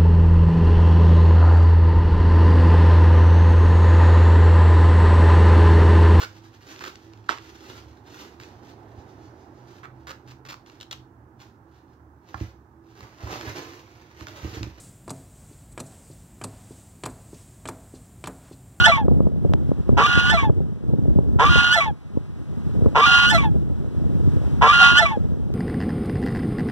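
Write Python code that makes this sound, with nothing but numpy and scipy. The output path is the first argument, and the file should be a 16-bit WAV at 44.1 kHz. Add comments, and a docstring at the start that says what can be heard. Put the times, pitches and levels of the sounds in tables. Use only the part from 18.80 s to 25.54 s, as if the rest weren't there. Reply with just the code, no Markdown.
"""Goose honking in gusty wind

A domestic goose honks five times at arm's length, outdoors; the first honk is already under way.
Membranes in its syrinx slap out a rough bark, jump to a held, beating squeal, swoop to a crest and
tumble through lower registers, over a rasp of forced air. Wind buffets mainly one port of a
microphone pair, and something ticks once against the hand-held camera."""
import sys
import numpy as np
from scipy import signal
from scipy.fft import rfft, irfft, next_fast_len
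from scipy.io import wavfile
from scipy.ndimage import uniform_filter1d

SR = 44100
rng = np.random.default_rng(int(sys.argv[2]) if len(sys.argv) > 2 else 0)


def pcm_store(signal):
    """Save signal as 16-bit PCM."""
    levels = np.round(np.clip(np.atleast_2d(signal), -1, 1) * 32767)
    wavfile.write(sys.argv[1], SR, levels.astype(np.int16).T)


N = 297234
TIME = np.arange(N) / SR
BAND_LIMIT_HZ = 15830

# honks: start/s, crest/s, yelp/s, end/s, opening effort/dB, squeal effort/dB, fall effort/dB,
# squeal pitch/Hz, brightness/(dB/octave), nasal ring/Hz
HONKS = [(-.29, .066, .118, .24, 0, -2, 2, 1421, -2, 3230),
         (1.17, 1.516, 1.573, 1.70, -1.5, -6, -1.5, 1431, -1.5, 3380),
         (2.589, 2.949, 3.006, 3.113, -1, -3.5, -2, 1422, 0, 3200),
         (4.149, 4.514, 4.579, 4.695, -.5, 0, -2.5, 1415, 1, 3150),
         (5.813, 6.197, 6.256, 6.37, 2, 1.5, -0.5, 1408, -1, 3130)]
# opening bark of the typical honk: length/s, level/dB, first pulse rate/Hz, last pulse rate/Hz
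BARK = (.066, -12.5, 137.5, 159)
# register contours of the typical honk: t/s, pitch/Hz, level/dB
STEP = [(.053, 1156, -20), (.08, 1164, -12.5), (.107, 1215, -18.5)]
HOLD = [(.103, 1.006, -18.5), (.115, 1, -12.5), (.2, .998, -11), (.315, 1.01, -14.5), (.338, 1.028, -10.5),
        (.37, 1.045, -26)]  # pitch as a ratio to the honk's squeal pitch
SWOOP = [(.322, 1433, -25), (.345, 1542, -16.5), (.363, 1737, -24.5)]
CREST = [(.34, 1718, -22), (.359, 1764, -14), (.385, 1768, -31)]
BREAK = [(.353, 880, -36.5), (.371, 878, -13), (.388, 830, -29)]
LOW = [(.372, 715.5, -25), (.397, 670, -18), (.42, 661, -28.5)]
YELP = [(.418, 1177, -19), (.442, 1135, -23.5), (.487, 1067, -36)]
SIGH = [(.472, 907, -31.5), (.497, 881, -28), (.533, 805, -40)]
# wind strength: t/s, level/dB
WIND_STRENGTH = [(0.0, -20), (0.12, -25.5), (0.4, -16), (0.52, -28), (0.64, -20), (1.04, -30),
                 (1.12, -17.5), (1.28, -25.5), (1.68, -21), (2.0, -32), (2.12, -22), (2.76, -22),
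                 (2.84, -31), (3.12, -31), (3.2, -51), (3.32, -32.5), (3.48, -37.5), (4.04, -20),
                 (4.2, -30), (4.72, -20), (4.96, -28.8), (5.32, -22), (6.2, -26.5), (6.72, -25.5)]
# turbulence spectrum: f/Hz, level/dB
RUMBLE_SPECTRUM = [(20, -37), (35, -10), (60, 4.5), (100, 0.5), (160, -1.5), (250, -9), (400, -17.5),
                   (600, -34), (900, -43), (2000, -74)]


def goose(tone_db=-2.5, rasp_db=-6.5, waver_db=1.37):
    """Each honk is a bark, then a run through the syrinx's registers with a rasp of air."""
    # contour, beat rate/pitch, beat depth/rad, jitter/pitch, undertone/pitch, undertone level/dB,
    # slope past the listed harmonics/(dB/octave), harmonic levels/dB
    registers = [ (STEP, .13, 0.12, 0.0038, .39, -26.5, -33, [4, -8, -18.5, -30, -36, -49.5]),
                 (HOLD, .195, .38, .0032, .54, -27, -12, [0, -8, -16.5, -27, -35, -42]),
                 (SWOOP, 0.14, .14, 0.0055, 0.36, -28, -15, [-9, -4, -17.5, -13.5, -18, -25.5]),
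                 (CREST, 0.22, 0.21, 0.0021, 0.37, -21.5, -17.5, [3.5, -9, -12.5, -17.5, -39, -38]),
                 (BREAK, .22, 0.086, 0.0087, 1, -15, -33.5, [-0.5, -5.5, -10.5, -23.5, -38.5, -29.5]),
                 (LOW, .165, 0.11, 0.0059, 0.31, -36.5, -16, [3, 1.5, 0, -16, -11.5, -6.5, -51.5, -21]),
                 (YELP, 0.26, 0.14, 0.013, 0.6, -19.5, -32, [3.5, 5, -16, -33.5, -25, -27]),
                 (SIGH, 0.34, 0.08, 0.0098, 0.56, -25.5, -8, [7, -7.5, -15, -17.5, -26, -40])]
    tones, barks = np.zeros((2, N))
    bark_s, bark_db, *rates_hz = BARK
    for honk in HONKS:
        start_s, _, _, _, opening_db, _, _, squeal_hz, bright_db, _ = honk
        bark_end_s, _ = stretch(honk, bark_s)
        add(barks, *bark(start_s, bark_end_s, bark_db + opening_db, *rates_hz))
        for contour, *voice in registers:
            typical_s, pitch, db = np.transpose(contour)
            times_s, effort_db = stretch(honk, typical_s)
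            hz = pitch * squeal_hz if contour == HOLD else pitch
            add(tones, *syrinx(times_s, hz, db + effort_db, bright_db, *voice))
    breath = gain_of(rasp_db) * rasp(tones)
    nasal_hz = np.interp(TIME, [honk[1] for honk in HONKS], [honk[-1] for honk in HONKS])
    tones = tones + 1.23 * resonate(tones, nasal_hz, width_hz=240)  # ring of the open bill
    pressure = gain_of(waver_db * wander(N, 18))
    return pressure * (gain_of(tone_db) * tones + breath) + barks


def stretch(honk, typical_s, squeal_s=(.11, .32), crest_s=.36, yelp_s=.418, end_s=.536):
    """Maps moments of the typical honk to this honk's times/s and efforts/dB."""
    opening_db, squeal_db, fall_db = honk[4:7]
    effort_db = np.interp(typical_s, (BARK[0], *squeal_s, crest_s),
                          (opening_db, squeal_db, squeal_db, fall_db))
    return np.interp(typical_s, (0, crest_s, yelp_s, end_s), honk[:4]), effort_db


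def syrinx(times_s, hz, db, bright_db, beat_ratio, depth_rad, jitter, under_ratio, under_db,
           slope_db, harmonics_db, shimmer_db=1.5, tension_db=1.5):
    """One membrane sets the pitch; a second vibration beats against it, adding sidebands."""
    edge_s = .012
    t = np.arange(times_s[0] - edge_s / 2, times_s[-1] + edge_s / 2, 1 / SR)
    n = len(t)
    pitch_hz = np.interp(t, times_s, hz)
    tension = np.tanh((pitch_hz / np.median(pitch_hz) - 1) / .03)
    tilt_db = bright_db + tension_db * tension  # tighter is higher and brighter
    beat_phase = 2 * np.pi * np.cumsum(beat_ratio * pitch_hz * (1 + .03 * wander(n, 90))) / SR
    phase = 2 * np.pi * np.cumsum(pitch_hz * (1 + jitter * wander(n, 260))) / SR
    swing_rad = depth_rad * (1 + .35 * wander(n, 30))
    under_gain = gain_of(under_db + 7.26 * wander(n, 22))
    tone = under_gain * np.cos(under_ratio * phase + .5 * wander(n, 55))
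    phase = phase + swing_rad * np.sin(beat_phase)
    for k in range(1, int(BAND_LIMIT_HZ / hz.max()) + 1):
        listed = min(k, len(harmonics_db))
        level_db = harmonics_db[listed - 1] + slope_db * np.log2(k / listed) + tilt_db * np.log2(k)
        angle = k * phase + 2 * np.pi * rng.random()
        upper_sideband = .27 * swing_rad * np.cos(angle + 2 * beat_phase)
        tone += gain_of(level_db) * (np.cos(angle) + upper_sideband)
    level = gain_of(np.interp(t, times_s, db) + shimmer_db * wander(n, 180))
    beating = 1 - .21 * swing_rad * np.cos(beat_phase)
    return t[0], np.sqrt(2) * level * beating * tone * fade(t, times_s[0], times_s[-1], edge_s)


def bark(start_s, end_s, db, first_hz, last_hz, jitter=.05, roughness=.4, easing_db=4):
    """Slack membranes slap irregularly into the windpipe; as they tighten, slaps grow in between."""
    # throat during a bark: f/Hz, level/dB
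    throat = [(250, -24), (450, -7.5), (600, -1.5), (750, -8), (900, 3), (1080, -5), (1350, -0.5),
              (1650, -6.5), (2200, -8.5), (2800, -12), (4200, -30.5), (7500, -41), (10000, -72),
              (15000, -74.5)]
    t = np.arange(start_s, end_s + .0051, 1 / SR)
    n = len(t)
    tension = np.clip((t - start_s) / (end_s - start_s), 0, 1)
    rate_hz = (first_hz + (last_hz - first_hz) * tension) * (1 + jitter * wander(n, 120))
    cycles = np.cumsum(rate_hz) / SR
    half_cycle = np.floor(2 * cycles)
    slaps = np.diff(half_cycle, prepend=-1) * np.where(half_cycle % 2, -.5 * tension, 1)
    slaps *= gain_of(1.3 * wander(n, 200))
    puffs = (.23 + np.exp(-(cycles % 1) / .44)) * rng.standard_normal(n)
    source = unit_rms(slaps) + roughness * unit_rms(puffs)
    voice = windpipe(colour(source, throat), reflection=.31)
    ring_hz = 920 + 280 * tension  # rises as the bill opens
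    voice = unit_rms(voice + 1.3 * resonate(voice, ring_hz, width_hz=190))
    voice = unit_rms(voice / (1 + abs(signal.hilbert(voice)) ** 2) ** .34)  # strong slaps saturate
    level = gain_of(db + easing_db * (.5 - tension))
    return start_s, level * voice * fade(t, start_s + .0052, end_s - .004, edge_s=.019)


def rasp(tones, pulsing=.58, effort_share=.57):
    """Air forced through the syrinx, chopped by its vibration."""
    # airflow in the typical honk: t/s, treble level/dB
    flow = [(0, -60.5), (.007, -35), (.07, -31), (.2, -30), (.32, -34.5), (.355, -37.5), (.39, -39),
            (.46, -40.5), (.51, -62), (.536, -84.5)]
    # throat, bill wide open: f/Hz, level/dB
    throat = [(300, -14.5), (600, -14), (950, 3), (1300, -6.5), (1700, 4), (2200, -5.5), (2800, 1.5),
              (3300, 2.5), (4200, -8), (5200, -14), (6200, -12.5), (8800, -28.5), (11000, -33),
              (15000, -33.5)]
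    typical_s, db = np.transpose(flow)
    airflow = np.zeros(N)
    for honk in HONKS:
        times_s, effort_db = stretch(honk, typical_s)
        flow_db = np.interp(TIME, times_s, db + effort_share * effort_db, left=-np.inf, right=-np.inf)
        airflow += gain_of(flow_db)
    opening = tones / np.sqrt(abs(uniform_filter1d(tones ** 2, size=200)) + 1e-6)
    air = rng.standard_normal(N) * (1 + pulsing * opening) * gain_of(1.8 * wander(N, 250))
    return airflow * colour(windpipe(air, reflection=.35), throat, band_hz=(4400, 12000))


def windpipe(x, reflection, lowest_hz=150.8):
    """Tube open at one end: waves return inverted, so odd multiples of lowest_hz resonate."""
    hz = np.fft.rfftfreq(2 * len(x), 1 / SR)
    echo = reflection * np.exp(-1j * np.pi * hz / lowest_hz)
    return unit_rms(irfft(rfft(x, 2 * len(x)) / (1 + echo))[:len(x)])


def ground_scatter(x, scatter_db=-36, t60_s=.27):
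    """Open ground scatters a little sound back, dulled."""
    t = TIME[:SR // 2]
    echoes = sparse_clicks(len(t), per_s=2000) * gain_of(-60 * t / t60_s) * (t > .004)
    echoes = gain_of(scatter_db) * echoes / np.linalg.norm(echoes)
    return signal.oaconvolve(x, signal.lfilter([.4], [1, -.6], echoes))[:N]


def wind(rumble_db=4, lumps_db=3, gusts_db=1.1, pops_db=-13, buffet_db=7, shove=9, overload=.8):
    """Gusts of lumpy turbulence; each buffet is a shove and a swirl. The strongest overload the port."""
    # eddies hitting the port: t/s, relative level/dB, swirl time/s, upper edge/Hz
    buffets = [(.281, -12, 0.0027, 1490), (.313, -15.5, 0.004, 600), (0.364, -15, .005, 150),
               (.403, -11.5, 0.0035, 900), (.469, -21, 0.0019, 1500), (.648, -14, 0.0061, 700),
               (.89, -15, 0.0025, 180), (.916, -17.5, 0.0014, 2500), (1.091, -12, 0.0028, 2500),
               (1.127, -14, .004, 181.5), (1.374, -12.5, 0.0042, 1500), (1.696, -10.5, 0.0036, 1000),
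               (1.803, -23, .005, 900), (2.134, -16.5, 0.0043, 400), (2.28, -16.5, 0.0047, 200),
               (2.358, -13, .003, 180), (2.386, -11.5, .003, 500), (2.556, -16, 0.0033, 250),
               (2.756, -19.5, .005, 1000), (3.371, -18, 0.0037, 700), (4.02, -14.5, 0.0028, 400),
               (4.059, -14, .006, 1400), (5.35, -15.5, 0.0053, 181), (5.475, -14.5, 0.0035, 200),
               (6.371, -22, .005, 700)]
    # eddy spectrum: f/Hz, level/dB
    eddy = [(30, -26), (80, 5.5), (180, 0.5), (350, -7), (550, -11.5), (800, -26.5), (1300, -48),
            (2500, -52), (6000, -87.5)]
    strength = level_curve(WIND_STRENGTH) * unit_rms(gain_of(gusts_db * wander(N, 9)))
    lumps = unit_rms(gain_of(lumps_db * wander(N, 33)))
    rumble = lumps * colour(rng.standard_normal(N), RUMBLE_SPECTRUM)
    pops = unit_rms(colour(sparse_clicks(N, per_s=90), eddy))  # small eddies flick the port
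    rumble = strength * (rumble + gain_of(pops_db) * pops)
    eddies = np.zeros(N)
    for at_s, db, swirl_s, top_hz in buffets:
        age = TIME[:SR // 12] / swirl_s
        swirl = rng.standard_normal(len(age)) * age * np.exp(-age)
        add(swirl, .004, shove * rng.choice([-1, 1], size=1))
        burst = signal.lfilter(*signal.butter(2, top_hz, fs=SR), colour(swirl, eddy))
        peak_rms = np.sqrt(uniform_filter1d(burst ** 2, size=220).max())
        add(eddies, at_s - .003, gain_of(db) * burst / peak_rms)
    pressure = gain_of(rumble_db) * rumble + gain_of(buffet_db) * eddies
    return overload * np.tanh(pressure / overload)


def tick(at_s=.7365, db=-21.5):
    """A small hard knock on the camera body, without ring."""
    # knock spectrum: f/Hz, level/dB
    spectrum = [(100, -26), (600, 7.5), (1200, -2), (2500, -7.5), (4500, -18), (8000, -33), (15000, -50)]
    blow = np.zeros(N)
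    blow[round(at_s * SR)] = gain_of(db) * np.sqrt(SR / 200)  # db as rms over 5 ms
    return colour(blow, spectrum)


def hiss(db=-1, flicker_db=.68):
    """Air streaming past the port."""
    # airstream: t/s, treble level/dB
    stream = [(0.5, -66.5), (0.95, -62), (1.85, -66.5), (2.25, -64.5), (3.25, -65.5), (3.55, -64),
              (3.9, -59), (4.85, -63), (5.2, -61), (5.65, -56), (6.6, -63)]
    # hiss spectrum: f/Hz, level/dB
    spectrum = [(200, -2), (800, 1.5), (1400, -1), (2200, -8), (3500, -13), (6000, -18.5), (10000, -24.5),
                (15000, -33)]
    air = colour(rng.standard_normal(N), spectrum, band_hz=(2500, 12000))
    return level_curve(stream) * gain_of(db + flicker_db * wander(N, 8.2)) * air


def mic_pair(x, balance=((1, 0),), lead=((1, 0),), lag_s=.000435):
    """The right channel is inverted and late; direction colours the two differently."""
    size = next_fast_len(N + SR // 10)
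    hz = np.fft.rfftfreq(size, 1 / SR)
    left = gain_of(at_hz(balance, hz))
    right = -np.exp(-1j * (2 * np.pi * hz * lag_s + at_hz(lead, hz)))
    response = np.array([left, right]) * np.sqrt(2 / (1 + left ** 2))
    return irfft(response * rfft(x, size), size)[:, :N]


def gain_of(db):
    """Decibels to amplitude."""
    return 10 ** (np.asarray(db) / 20)


def unit_rms(x):
    """Scales to rms 1."""
    return x / np.sqrt(np.mean(x ** 2) + 1e-20)


def at_hz(points, hz):
    """Interpolates a table on a log-frequency axis."""
    f, value = np.transpose(points)
    return np.interp(np.log(hz + 1), np.log(f + 1), value)


def level_curve(points):
    """Rows of t/s, level/dB to a gain per sample."""
    return gain_of(np.interp(TIME, *np.transpose(points)))


def add(mix, at_s, sound):
    """Mixes a sound in, cutting what falls outside."""
    at = round(at_s * SR)
    sound = sound[max(0, -at):]
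    part = mix[max(0, at):][:len(sound)]
    part += sound[:len(part)]


def sparse_clicks(n, per_s):
    """Impulses of random time and size."""
    return rng.standard_normal(n) * (rng.random(n) < per_s / SR)


def wander(n, hz):
    """Smooth random drift, rms about 1, up to about hz."""
    size = SR * 8 if n > SR // 2 else SR // 2
    lowpass = 1 + (np.fft.rfftfreq(size, 1 / SR) / hz) ** 4
    return unit_rms(irfft(rfft(rng.standard_normal(size)) / lowpass))[:n]


def colour(x, spectrum, band_hz=(0, SR), size=4096):
    """Minimum-phase filter; unit white noise comes out at rms 1 inside the band."""
    hz = abs(np.fft.fftfreq(size, 1 / SR))
    gain = gain_of(at_hz(spectrum, hz))
    gain /= np.sqrt(np.mean(gain ** 2 * (hz >= band_hz[0]) * (hz <= band_hz[1])))
    taps = np.fft.ifft(np.exp(np.conj(signal.hilbert(np.log(gain))))).real
    return signal.oaconvolve(x, taps[:size // 2])[:len(x)]


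def resonate(x, hz, width_hz):
    """Moving resonance of gain 1: shifts the curve hz to zero, smooths, shifts back."""
    carrier = np.exp(2j * np.pi * np.cumsum(hz) / SR)
    pole = np.exp(-np.pi * width_hz / SR)
    return 2 * (carrier * signal.lfilter([1 - pole], [1, -pole], x / carrier + 1e-18)).real


def fade(t, start_s, end_s, edge_s):
    """Gate with smooth edges centred on start and end."""
    inside_s = np.minimum(t - start_s, end_s - t)
    return np.sin(np.pi / 2 * np.clip(inside_s / edge_s + .5, 0, 1)) ** 2


def scene(far_port_db=-12, wide_hiss_db=-9):
    """Goose in front; wind mostly on one port, a little on the other."""
    # goose at the pair: f/Hz, left minus right/dB
    balance = [(700, 2), (1150, -.5), (1430, -3.5), (1720, -19), (2000, -5), (2250, 0), (2850, 0),
               (3080, 7), (3450, 0), (3850, -6), (4500, 0), (5150, -6), (6300, 4), (6900, 0)]
    # goose at the pair: f/Hz, extra left lead/rad
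    lead = [(600, 1.3), (1000, .4), (1400, -.5), (1600, -1.4), (1750, 1.5), (1900, 1.1), (2300, 0),
            (3700, .1), (4000, .9), (4600, 0)]
    honks = goose()
    far_rumble = colour(rng.standard_normal(N), RUMBLE_SPECTRUM)
    far_port = gain_of(far_port_db) * level_curve(WIND_STRENGTH) * far_rumble
    around = np.array([ground_scatter(honks) + gain_of(wide_hiss_db) * hiss() for _ in range(2)])
    near_port = wind() + tick() + hiss()
    return mic_pair(honks, balance, lead) + mic_pair(near_port) + mic_pair(far_port)[::-1] + around


def record(dry):
    """Rounds off peaks at full scale, then limits the band."""
    limited = dry / (1 + dry ** 8) ** (1 / 8)
    lowpass = signal.firwin(511, BAND_LIMIT_HZ, window=("kaiser", 9), fs=SR)
    return signal.oaconvolve(limited, lowpass[None], "same")


dry = scene()
out = record(dry)
pcm_store(out)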